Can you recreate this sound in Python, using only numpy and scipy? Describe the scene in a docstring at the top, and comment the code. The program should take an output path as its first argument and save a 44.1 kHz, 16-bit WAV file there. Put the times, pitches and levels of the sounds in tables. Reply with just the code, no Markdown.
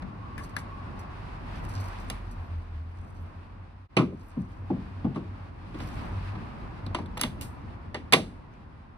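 """First a soft knock over the drone and rumble of a road, then a hand working a loose car door handle close by.
Cars pass behind: wavering sines make the engine drones, shaped noise the rumble, tyre roar and hiss.
Fingers rub and catch on the paint: dense uneven noise grains under swelling and fading levels.
Blows click in the handle and boom in the door panel: ringing modes, noise cracks and a short diffuse tail.
The whole sound fades out and in again once, briefly."""
import sys
import numpy as np
from scipy import signal
from scipy.fft import rfft, irfft, next_fast_len
from scipy.io import wavfile
from scipy.ndimage import uniform_filter1d

SR = 44100
rng = np.random.default_rng(int(sys.argv[2]) if len(sys.argv) > 2 else 0)


def master(y):
    """Save y as 16-bit WAV."""
    cut = np.clip(np.atleast_2d(y).T, -1, 1)
    pcm = np.round(cut * 32767)  # scale
    wavfile.write(sys.argv[1], SR, pcm.astype(np.int16))


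N = 395577
TIME = np.arange(N) / SR
PADDED = next_fast_len(N)
BINS = np.arange(PADDED // 2 + 1) * SR / PADDED

# Road swells, points of the level curves: time_s, rumble_db, roar_db
ROAD_LEVELS = [(0, -41.5, -50.5), (1.9, -39.5, -43.5), (2.77, -46, -54.5), (3.37, -44.5, -52.5),
               (3.87, -51, -58), (4.24, -46, -55), (4.92, -43.5, -50), (5.54, -39.5, -53), (5.97, -37, -44),
               (6.94, -39, -48.5), (7.77, -40, -51), (8.37, -45, -55), (8.97, -49.5, -56.5)]
# Spectrum of the traffic noise: freq_hz, level_db_per_hz
TRAFFIC_SPECTRUM = [(15, -32.5), (32, -10), (100, -4), (125, -10.5), (250, -14), (390, -21.5), (440, -25),
                    (950, -20), (1100, -20.5), (1300, -24), (2200, -30), (2520, -29.5), (2800, -32.5),
                    (3100, -35.5), (4700, -40.5), (6000, -46.5), (16000, -62)]
# Centres of the rumble, roar and hiss bands: freq_hz
ROAD_BANDS_HZ = [242, 1020, 3200]
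# Passing cars: closest_s, pitch_hz (when closest), fall_hz_per_s, level_db, swell_s, fade_s
PASSING_CARS = [(1.899, 40.77, .4, -40.5, 0.89, .9), (5.97, 48.5, 3.5, -43, 0.98, 1)]
# Higher drone, points of the pitch and level curves: time_s, pitch_hz, level_db
HIGH_DRONE = [(0, 93.8, -47), (.15, 91.4, -55), (.9, 91.1, -45.5), (1.6, 91.3, -82), (1.75, 91.7, -32),
              (1.97, 89.6, -50), (2.5, 86.9, -36), (3.1, 85.4, -39.5), (3.8, 92.2, -49), (4.9, 94, -41.5),
              (5.6, 92, -45.5), (6.0, 95.1, -39), (6.3, 97.1, -34), (6.64, 93.7, -69), (6.85, 90.7, -38.5),
              (7.57, 91.9, -59), (8.19, 88.9, -44), (8.64, 85.9, -62.5)]
HISS_DB, CLOSE_HISS_DB, CLOSE_S = -11.5, 3.5, 0.41  # hiss against roar; lift and half-span per close car
# singing tyre tread: pitch, half-width, level, loudest moment, half-span
WHINE_HZ, WHINE_WIDTH_HZ, WHINE_DB, WHINE_S, WHINE_SPAN_S = 1108, 32, -53, 0.44, .35

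# Fingers sliding: loudest_s, level_db, swell_db_per_s, fade_db_per_s
RUBS = [(.44, -57, 320, 500), (1.75, -59, 81, 27.5), (3.18, -69, 49, 84), (4.25, -68, 92, 32),
        (5.83, -56, 218, 50)]
# Dry fingertips catching on an edge: start_s, level_db
CATCHES = [(0.4348, -48), (.4913, -56), (.5844, -40.5), (0.99, -47), (1.556, -54), (1.6367, -60),
           (1.687, -48), (1.7345, -52), (1.7993, -44), (1.8385, -48), (1.8756, -59), (1.925, -60),
           (1.9974, -51), (2.3105, -51), (5.87, -54), (6.05, -60)]
# Spectrum of skin on paint: freq_hz, level_db_per_hz
SKIN_SPECTRUM = [(2500, -35), (4500, -2.5), (7000, -2), (9500, -8), (13000, -8), (16000, -28.5)]
CATCH_DECAY_S = 0.013

# Blows: centre_s, panel_db, boom_hz, handle_db, ring_hz, ring_db, contact_ms, tail_db
# boom and ring move with the grip; below 0 dB the grip damps the ring
BLOWS = [(.021, -39.5, 194.5, -52, 1690, 7, 2.6, -15), (.379, -55.5, 248, -59, 1700, 22.5, 1.03, -8.5),
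         (0.565, -48, 255, -43.5, 1600, 19.5, 1.34, -16), (2.1, -45.5, 250, -39, 1800, 5, 1.16, -19),
         (3.967, -22.5, 370, -27, 1760, -24, 2.43, -10.5), (3.972, -29, 343, -36, 2470, 15.5, 2.04, -11),
         (3.986, -25, 292, -40, 1210, 15.5, 3.14, -10.5), (4.005, -27.5, 266, -50, 1250, 12, 2.5, -7.5),
         (4.124, -40, 395, -74, 550, 4, 3.6, -27), (4.37, -30.5, 241.3, -73, 600, 0.5, 5.3, -12),
         (4.702, -24, 269, -56, 820, 9.5, 4, -10.5), (4.765, -41, 250, -71, 600, 7, 4.5, -12),
         (5.044, -34.5, 270, -57, 1200, 7, 2.9, -10), (5.048, -27, 273, -59.5, 850, 15.5, 5.2, -8),
         (5.147, -64, 250, -58, 3200, 2, 2.45, -6), (5.158, -36.5, 335, -54, 1110, 10, 2.33, -4),
         (5.743, -40.5, 300, -53, 350, 6, 3.2, -10), (5.801, -43.5, 250, -47.5, 3500, 0.5, 2.2, -6.5),
         (6.353, -42, 246, -52, 1250, 12.5, 3.5, -12.5), (6.864, -40.5, 248, -61.5, 4200, 18.5, 1.28, -21),
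         (6.9467, -48.5, 249.9, -32, 1030, 6, 2.31, -15), (6.986, -37, 330.7, -52, 900, 9.5, 2, -8.5),
         (7.059, -60, 250, -60.5, 3500, 9.5, 1.64, -16), (7.171, -60, 250, -41, 1200, 1, 2.5, -15.5),
         (7.176, -64.5, 249, -47, 3600, 5.5, 1.17, -19.5), (7.194, -61, 250, -47.5, 3800, 5.5, 1.74, -3),
         (7.2124, -42.5, 300, -31.5, 3620, -0.5, 0.95, -20), (7.2344, -35, 250, -30.5, 3500, 6, 1.7, -15.5),
         (7.411, -59, 246, -52, 1700, -4, 0.88, -4), (7.944, -57.5, 252, -37, 1900, 6, 2.46, -10.5),
         (8.124, -39.5, 394, -23, 950, 4, 1.53, -10.5), (8.131, -35, 300, -23.5, 2340, 11, 2.12, -22),
         (8.135, -31.5, 385, -17.5, 3870, 5.5, 1.63, -17), (8.138, -33.5, 277, -30.5, 1050, 5.5, 1.85, -14),
         (8.165, -35, 455, -45.5, 650, 11, 3, -8), (8.189, -40.5, 422, -55, 600, 11, 3.1, -7.5)]
# Seven bands of a blow, blended on a log axis: centre_hz, crack_db, crack_t60_s, tail_t60_s
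BLOW_BANDS = [(193, -0.5, 0.37, 0.35), (361.6, -9.5, 0.065, 0.29), (790, -5, 0.084, 0.12),
              (1620, -4, .03, 0.13), (3730, 1.5, 0.0091, 0.16), (8970, 4, 0.027, 0.18),
              (13500, 9, .012, .17)]
# Modes of door panel and handle: pitch_hz, level_db, t60_s
BODY_MODES = [(139, 3, 0.25), (185.7, -2.5, 0.32), (236.5, 4.5, 0.15), (291.2, 2, 0.13), (358.2, 1.5, 0.13),
              (485, -2, 0.068), (624, -6, 0.13), (792, -7, 0.11), (994, -5, 0.077), (1153, -6.5, 0.11),
              (1520, -6, 0.015), (1934, -6.5, 0.092), (2120, -3.5, 0.069), (2344, -3.5, 0.026),
              (2830, -3.5, 0.079), (3478, -8, 0.076), (3960, -17.5, 0.13), (4700, -14, 0.03)]
# Boom of the door panel: freq_hz, level_db
PANEL_BOOM = [(200, 0.5), (353, 0.5), (770, -0.5), (1670, -29), (13500, -68)]
# Click of the handle: freq_hz, level_db
HANDLE_CLICK = [(200, -16), (353, -6), (770, 2.87), (3700, 0.2), (8970, -10.5), (13500, -22.5)]
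# Brightening of the click each time the contact halves: freq_hz, change_db
CLICK_BRIGHTENING = [(200, -19), (770, -5.5), (1670, 1), (3700, 5.5), (8970, 18), (13500, 29.5)]
# The hand drifts from the left towards the centre, points of the pan curve: time_s, left_minus_right_db
HAND_DRIFT = [(.38, 9.5), (2.1, 1.5), (6.9, 2), (8.14, 1.5)]
EVEN_CONTACT_MS = 1.91  # contact that gives the boom and click spectra unchanged
PANEL_TILT_DB_PER_OCTAVE = 6  # dulling of the boom each time the contact doubles past that
BLOW_SAMPLES = 18000
LEAD_ROOM = 64  # samples of room for the channel that leads
SWING_CYCLES, CRACK_CYCLES = 4.1, 1.86  # cycles a mode and a crack take to build, so the lows come late
BED_DB = -17.5  # flat bed between the body resonances
SNAP_DB, SNAP_CYCLES = 1, 1.4  # clean snap at the pitch of the ring: level, cycles to peak
THUMP_DB, THUMP_CYCLES = -2, 3.2  # panel swing at the pitch of the boom: level, cycles to swell
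RECESS_DB = 3.5  # tail from the recess itself against the part from all round
LINGER_DB, LINGER = -17.5, 2.44  # weaker, slower second stage of the tail: level, times as long
RING_Q, BOOM_Q, BOOM_DB = 6.6, 2.13, 2.5  # sharpness of ring and boom; lift of the boom
PLACE_SPREAD = 0.07  # relative shift of the stereo pattern from blow to blow

# Likeness of left and right for sound from all round: freq_hz, likeness (no unit, 1 is identical)
LEFT_RIGHT_LIKENESS = [(60, 0.97), (130, 0.84), (290, 0.54), (640, -0.11), (1400, 0.0059)]
# Stereo phase and balance of near sound: freq_hz, left_lead_rad, left_minus_right_db
NEAR_STEREO = [(0, -0.36, 1.9), (400, 0.62, -2.1), (990, 0.2, -0.3), (1900, 1.68, -2.5), (2800, 3.5, -10),
               (5810, 11.5, 0), (6100, 11, -5), (15880, -4, 2.5)]
# Treble colour of the whole sound: freq_hz, level_db
TREBLE_COLOUR = [(5000, -1.5), (7000, -7.5), (9500, -1), (10800, -2), (11500, -19), (12500, -2.5),
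                 (15000, -11.5), (16000, -23.5)]
TOP_HZ = 16200
DIP_S, DIP_DB, DIP_WIDTH_S = 3.882, -28.5, 0.011  # the brief fade: centre, depth, half-width


def undb(db):
    """Decibels to gain."""
    return 10 ** (np.asarray(db) / 20)


def read(table, hz):
    """A spectrum read on a log-frequency axis."""
    points, value = np.transpose(table)
    return np.interp(np.log(np.maximum(hz, 1)), np.log(points), value)


def shares(centres_hz, hz):
    """Overlapping triangles on a log axis, one for each centre; they add up to 1."""
    return [read(np.transpose([centres_hz, one]), hz) for one in np.eye(len(centres_hz))]


def curves(table):
    """Every column of a table, drawn over time."""
    s, *columns = np.transpose(table)
    return [np.interp(TIME, s, column) for column in columns]


def walk(rate):
    """Random levels held for 1 / rate s and smoothed twice."""
    hold = int(SR / rate)
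    steps = np.repeat(rng.standard_normal(N // hold + 1), hold)
    return uniform_filter1d(uniform_filter1d(steps, hold), hold)[:N]


def unit(x):
    """Scaled to rms 1."""
    return x / x.std()


def decay(t, t60):
    """Exponential decay that falls 60 dB in t60 seconds."""
    return np.exp(-np.log(1000) * t / t60)


def lift(hz, centre_hz, db, q):
    """A resonance that raises or damps one band."""
    detune = 1j * q * (hz / centre_hz - centre_hz / hz)
    return (undb(db) + detune) / (1 + detune)


def near_stereo(hz):
    """Complex gain of near sound in the left and right channel."""
    points, lead, tilt_db = np.transpose(NEAR_STEREO)
    way = np.array([[.5], [-.5]])
    return undb(way * np.interp(hz, points, tilt_db)) * np.exp(1j * way * np.interp(hz, points, lead))


def diffuse(size, hz):
    """Spectra of noise from all round: alike left and right in the bass only."""
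    alike = read(LEFT_RIGHT_LIKENESS, hz)
    mid, side = rfft(rng.standard_normal((2, size))) * np.sqrt([1 + alike, 1 - alike])
    return np.array([mid + side, mid - side])


def drone(hz, db, waver, throb_db):
    """An engine order whose pitch wavers and whose level throbs."""
    phase = 2 * np.pi * np.cumsum(hz * (1 + waver * walk(12))) / SR
    throb = np.minimum(walk(22) + 0.4 * walk(8), .6)
    stereo_sway = np.array([[.1], [-.1]]) * walk(3.6)
    return np.sqrt(2) * undb(db + throb_db * throb) * np.sin(phase + stereo_sway)


def engines():
    """A higher drone, plus one for each passing car that swells, fades and steadily sinks in pitch."""
    out = drone(*curves(HIGH_DRONE), 0.0462, 8.4)
    for s, hz, fall, db, swell_s, fade_s in PASSING_CARS:
        away = (TIME - s) / np.where(TIME < s, swell_s, fade_s)
        out = out + drone(hz - fall * (TIME - s), db, 0.0517, 6.3) / (1 + away ** 2)
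    return out


def tread_whine(far):
    """Tyre tread sings: a narrow band of the road noise swells once and flutters."""
    tread = unit(irfft(far / (1 + ((BINS - WHINE_HZ) / WHINE_WIDTH_HZ) ** 2), PADDED)[:, :N])
    swell = 1 / (1 + ((TIME - WHINE_S) / WHINE_SPAN_S) ** 4)
    return undb(WHINE_DB + 4.5 * walk(15)) * tread * swell


def road():
    """Passing cars: bands of diffuse noise swell as rumble and roar, hiss follows the roar, engines drone."""
    far = diffuse(PADDED, BINS) * undb(read(TRAFFIC_SPECTRUM, BINS))
    bands = shares(ROAD_BANDS_HZ, BINS)
    rumble, roar, hiss = (unit(irfft(far * share, PADDED)[:, :N]) for share in bands)
    rumble_db, roar_db = curves(ROAD_LEVELS)
    close = sum(1 / (1 + ((TIME - car[0]) / CLOSE_S) ** 2) for car in PASSING_CARS)
    hiss_db = roar_db + HISS_DB + CLOSE_HISS_DB * close
    tyres = undb(roar_db + 1.1 * walk(20)) * roar + undb(hiss_db + 1.9 * walk(30)) * hiss
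    return undb(rumble_db + 2.0 * walk(11)) * rumble + tyres + tread_whine(far) + engines()


def fingers():
    """Skin slips over paint in dense tiny grains of uneven size, in patches, and catches on edges."""
    rubbing = 0
    for s, db, swell, fade in RUBS:
        rubbing = rubbing + undb(db - np.abs(TIME - s) * np.where(TIME < s, swell, fade))
    catching = 0
    for s, db in CATCHES:
        since = np.maximum(TIME - s, 0) / CATCH_DECAY_S
        catching = catching + undb(db) * (1 - np.exp(-8 * since)) * np.exp(-since)
    grains = rng.standard_normal(PADDED) * undb(3.74 * rng.exponential(size=PADDED))
    skin = unit(irfft(rfft(grains) * undb(read(SKIN_SPECTRUM, BINS)), PADDED))
    near = rfft(skin) * near_stereo(BINS)
    out = 0
    # dull, bright and very bright slips come and go on their own
    for share in shares([5000, 9500, 13500], BINS):
        band = irfft(near * share, PADDED)[:, :N]
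        patches = undb(4.5 * walk(40) + 4.0 * walk(200))
        out = out + band * (rubbing * patches + catching * undb(1.0 * walk(24.3)))
    return out


def colour(hz, panel_db, handle_db, contact_ms):
    """Level in dB at each frequency: a short contact brightens the click, a long one dulls the boom."""
    halvings = np.log2(EVEN_CONTACT_MS / contact_ms)
    click_db = handle_db + read(HANDLE_CLICK, hz) + halvings * read(CLICK_BRIGHTENING, hz)
    tilt_db = min(halvings, 0) * PANEL_TILT_DB_PER_OCTAVE * np.log2(hz / PANEL_BOOM[0][0])
    boom_db = panel_db + read(PANEL_BOOM, hz) + tilt_db
    return 20 * np.log10(np.hypot(undb(boom_db), undb(click_db)))


def body_bands(bins):
    """Band filters through the body: a resonance at every mode over a flat bed."""
    bands = np.array(shares(np.transpose(BLOW_BANDS)[0], bins)) * (bins > 110) / np.sqrt(bins + 1)
    hz, db, t60 = np.transpose(BODY_MODES)[..., None]
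    peaks = undb(db) / np.sqrt(1 + ((bins - hz) * t60 / 4.8) ** 2)
    bands = bands * np.sqrt(undb(BED_DB) + np.sum(peaks ** 2, axis=0))
    power = 2 * np.sum(bands ** 2, axis=1, keepdims=True)
    return bands * np.sqrt(BLOW_SAMPLES / power)  # rms 1 on noise


def body_ringing(t, contact_s, band_db):
    """Modes ring with new weights and slightly new pitches, each swinging up over a few cycles."""
    hz, db, t60 = np.transpose(BODY_MODES)[..., None]
    weight_chance, pitch_chance = rng.standard_normal((2, len(hz), 1))
    centre_hz = np.transpose(BLOW_BANDS)[0][:, None]
    weight = undb(read(np.hstack([centre_hz, band_db]), hz) + db + 2.3 * weight_chance)
    swing = (1 - np.exp(-t / (contact_s / 4 + SWING_CYCLES / hz))) ** 2
    tones = np.sin(2 * np.pi * hz * (1 + 0.012 * pitch_chance) * t)
    return np.sum(weight * swing * decay(t, t60) * tones, axis=0)


def snap(t, contact_s, ring_hz, level_db):
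    """First clean snap of the contact: a short sine burst at the pitch of the ring."""
    cycles = ring_hz * np.maximum(t - contact_s / 2, 0) / SNAP_CYCLES
    return undb(level_db + SNAP_DB) * np.sin(2 * np.pi * ring_hz * t) * cycles * np.exp(1 - cycles)


def thump(t, boom_hz, panel_db):
    """The panel gives under the blow and swings at the pitch of the boom."""
    swings = boom_hz * t / THUMP_CYCLES
    return undb(panel_db + THUMP_DB) * np.sin(2 * np.pi * boom_hz * t) * swings * np.exp(1 - swings)


def crack(t, contact_s, band_db, bands):
    """Noise swells and dies over the contact, no faster than a cycle or two, then each band rings out."""
    centre_hz, crack_db, crack_t60, _ = np.transpose(BLOW_BANDS)[..., None]
    touch = t / (contact_s + CRACK_CYCLES / centre_hz)
    touch = np.minimum(touch, touch ** 2)  # a rounded start
    shape = touch * np.exp(1 - touch) + 0.38 * np.minimum(touch, 1) * decay(t, crack_t60)
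    noise = irfft(rfft(rng.standard_normal(len(t))) * bands)
    return np.sum(undb(band_db + crack_db) * noise * shape, axis=0)


def tail(t, bins, near, tail_db, band_db, bands):
    """Noise returns from recess and ground a moment late, from all round."""
    t60 = np.transpose(BLOW_BANDS)[3][:, None]
    fading = decay(t, t60) + undb(LINGER_DB) * decay(t, LINGER * t60)
    recess = undb(RECESS_DB) * rfft(rng.standard_normal(len(t))) * near
    around = (diffuse(len(t), bins) / np.sqrt(2) + recess)[:, None]
    late = undb(tail_db) * (1 - np.exp(-t / 0.0036))
    return late * np.sum(undb(band_db) * irfft(around * bands) * fading, axis=1)


def blows():
    """Every blow rings the body, thumps, cracks, mostly snaps, and leaves a tail, coloured by ring and boom."""
    t = np.arange(BLOW_SAMPLES) / SR
    bins = np.arange(BLOW_SAMPLES // 2 + 1) * SR / BLOW_SAMPLES + 1e-3  # offset avoids dividing by 0
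    bands = body_bands(bins)
    centre_hz = np.transpose(BLOW_BANDS)[0][:, None]
    out = np.zeros((2, N + BLOW_SAMPLES))
    for s, panel_db, boom_hz, handle_db, ring_hz, ring_db, contact_ms, tail_db in BLOWS:
        contact_s = contact_ms / 1000
        band_db = colour(centre_hz, panel_db, handle_db, contact_ms)
        direct = body_ringing(t, contact_s, band_db) + thump(t, boom_hz, panel_db)
        direct += crack(t, contact_s, band_db, bands)
        if ring_db > 0:  # a damped ring has no snap
            direct += snap(t, contact_s, ring_hz, colour(ring_hz, panel_db, handle_db, contact_ms))
        # each blow has a slightly different stereo pattern
        near = near_stereo(bins * (1 + PLACE_SPREAD * rng.standard_normal()))
        around = tail(t, bins, near, tail_db, band_db, bands)
        ring = lift(bins, ring_hz, ring_db, RING_Q) * lift(bins, boom_hz, BOOM_DB, BOOM_Q)
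        direct, around = np.roll(direct, LEAD_ROOM), np.roll(around, LEAD_ROOM, axis=1)
        sound = irfft((rfft(direct) * near + rfft(around)) * ring)
        pan_db = np.interp(s, *np.transpose(HAND_DRIFT))
        at = int((s - contact_s / 2) * SR) - LEAD_ROOM
        out[:, at:at + BLOW_SAMPLES] += sound * undb(np.array([[pan_db], [-pan_db]]) / 2)
    return out[:, :N]


def scene():
    """Road behind, fingers and blows close by."""
    return road() + fingers() + blows()


def record(dry):
    """The treble is coloured and the loudest peaks rounded; one brief fade out and in; the top is cut."""
    heard = irfft(rfft(dry, PADDED) * undb(read(TREBLE_COLOUR, BINS)), PADDED)[:, :N]
    rounded = heard / (1 + (heard / .9) ** 4) ** .25
    faded = rounded * undb(DIP_DB / (1 + ((TIME - DIP_S) / DIP_WIDTH_S) ** 2))
    top_cut = signal.ellip(8, .2, 70, TOP_HZ, fs=SR, output="sos")
    return signal.sosfilt(top_cut, faded)


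dry = scene()
out = record(dry)
master(out)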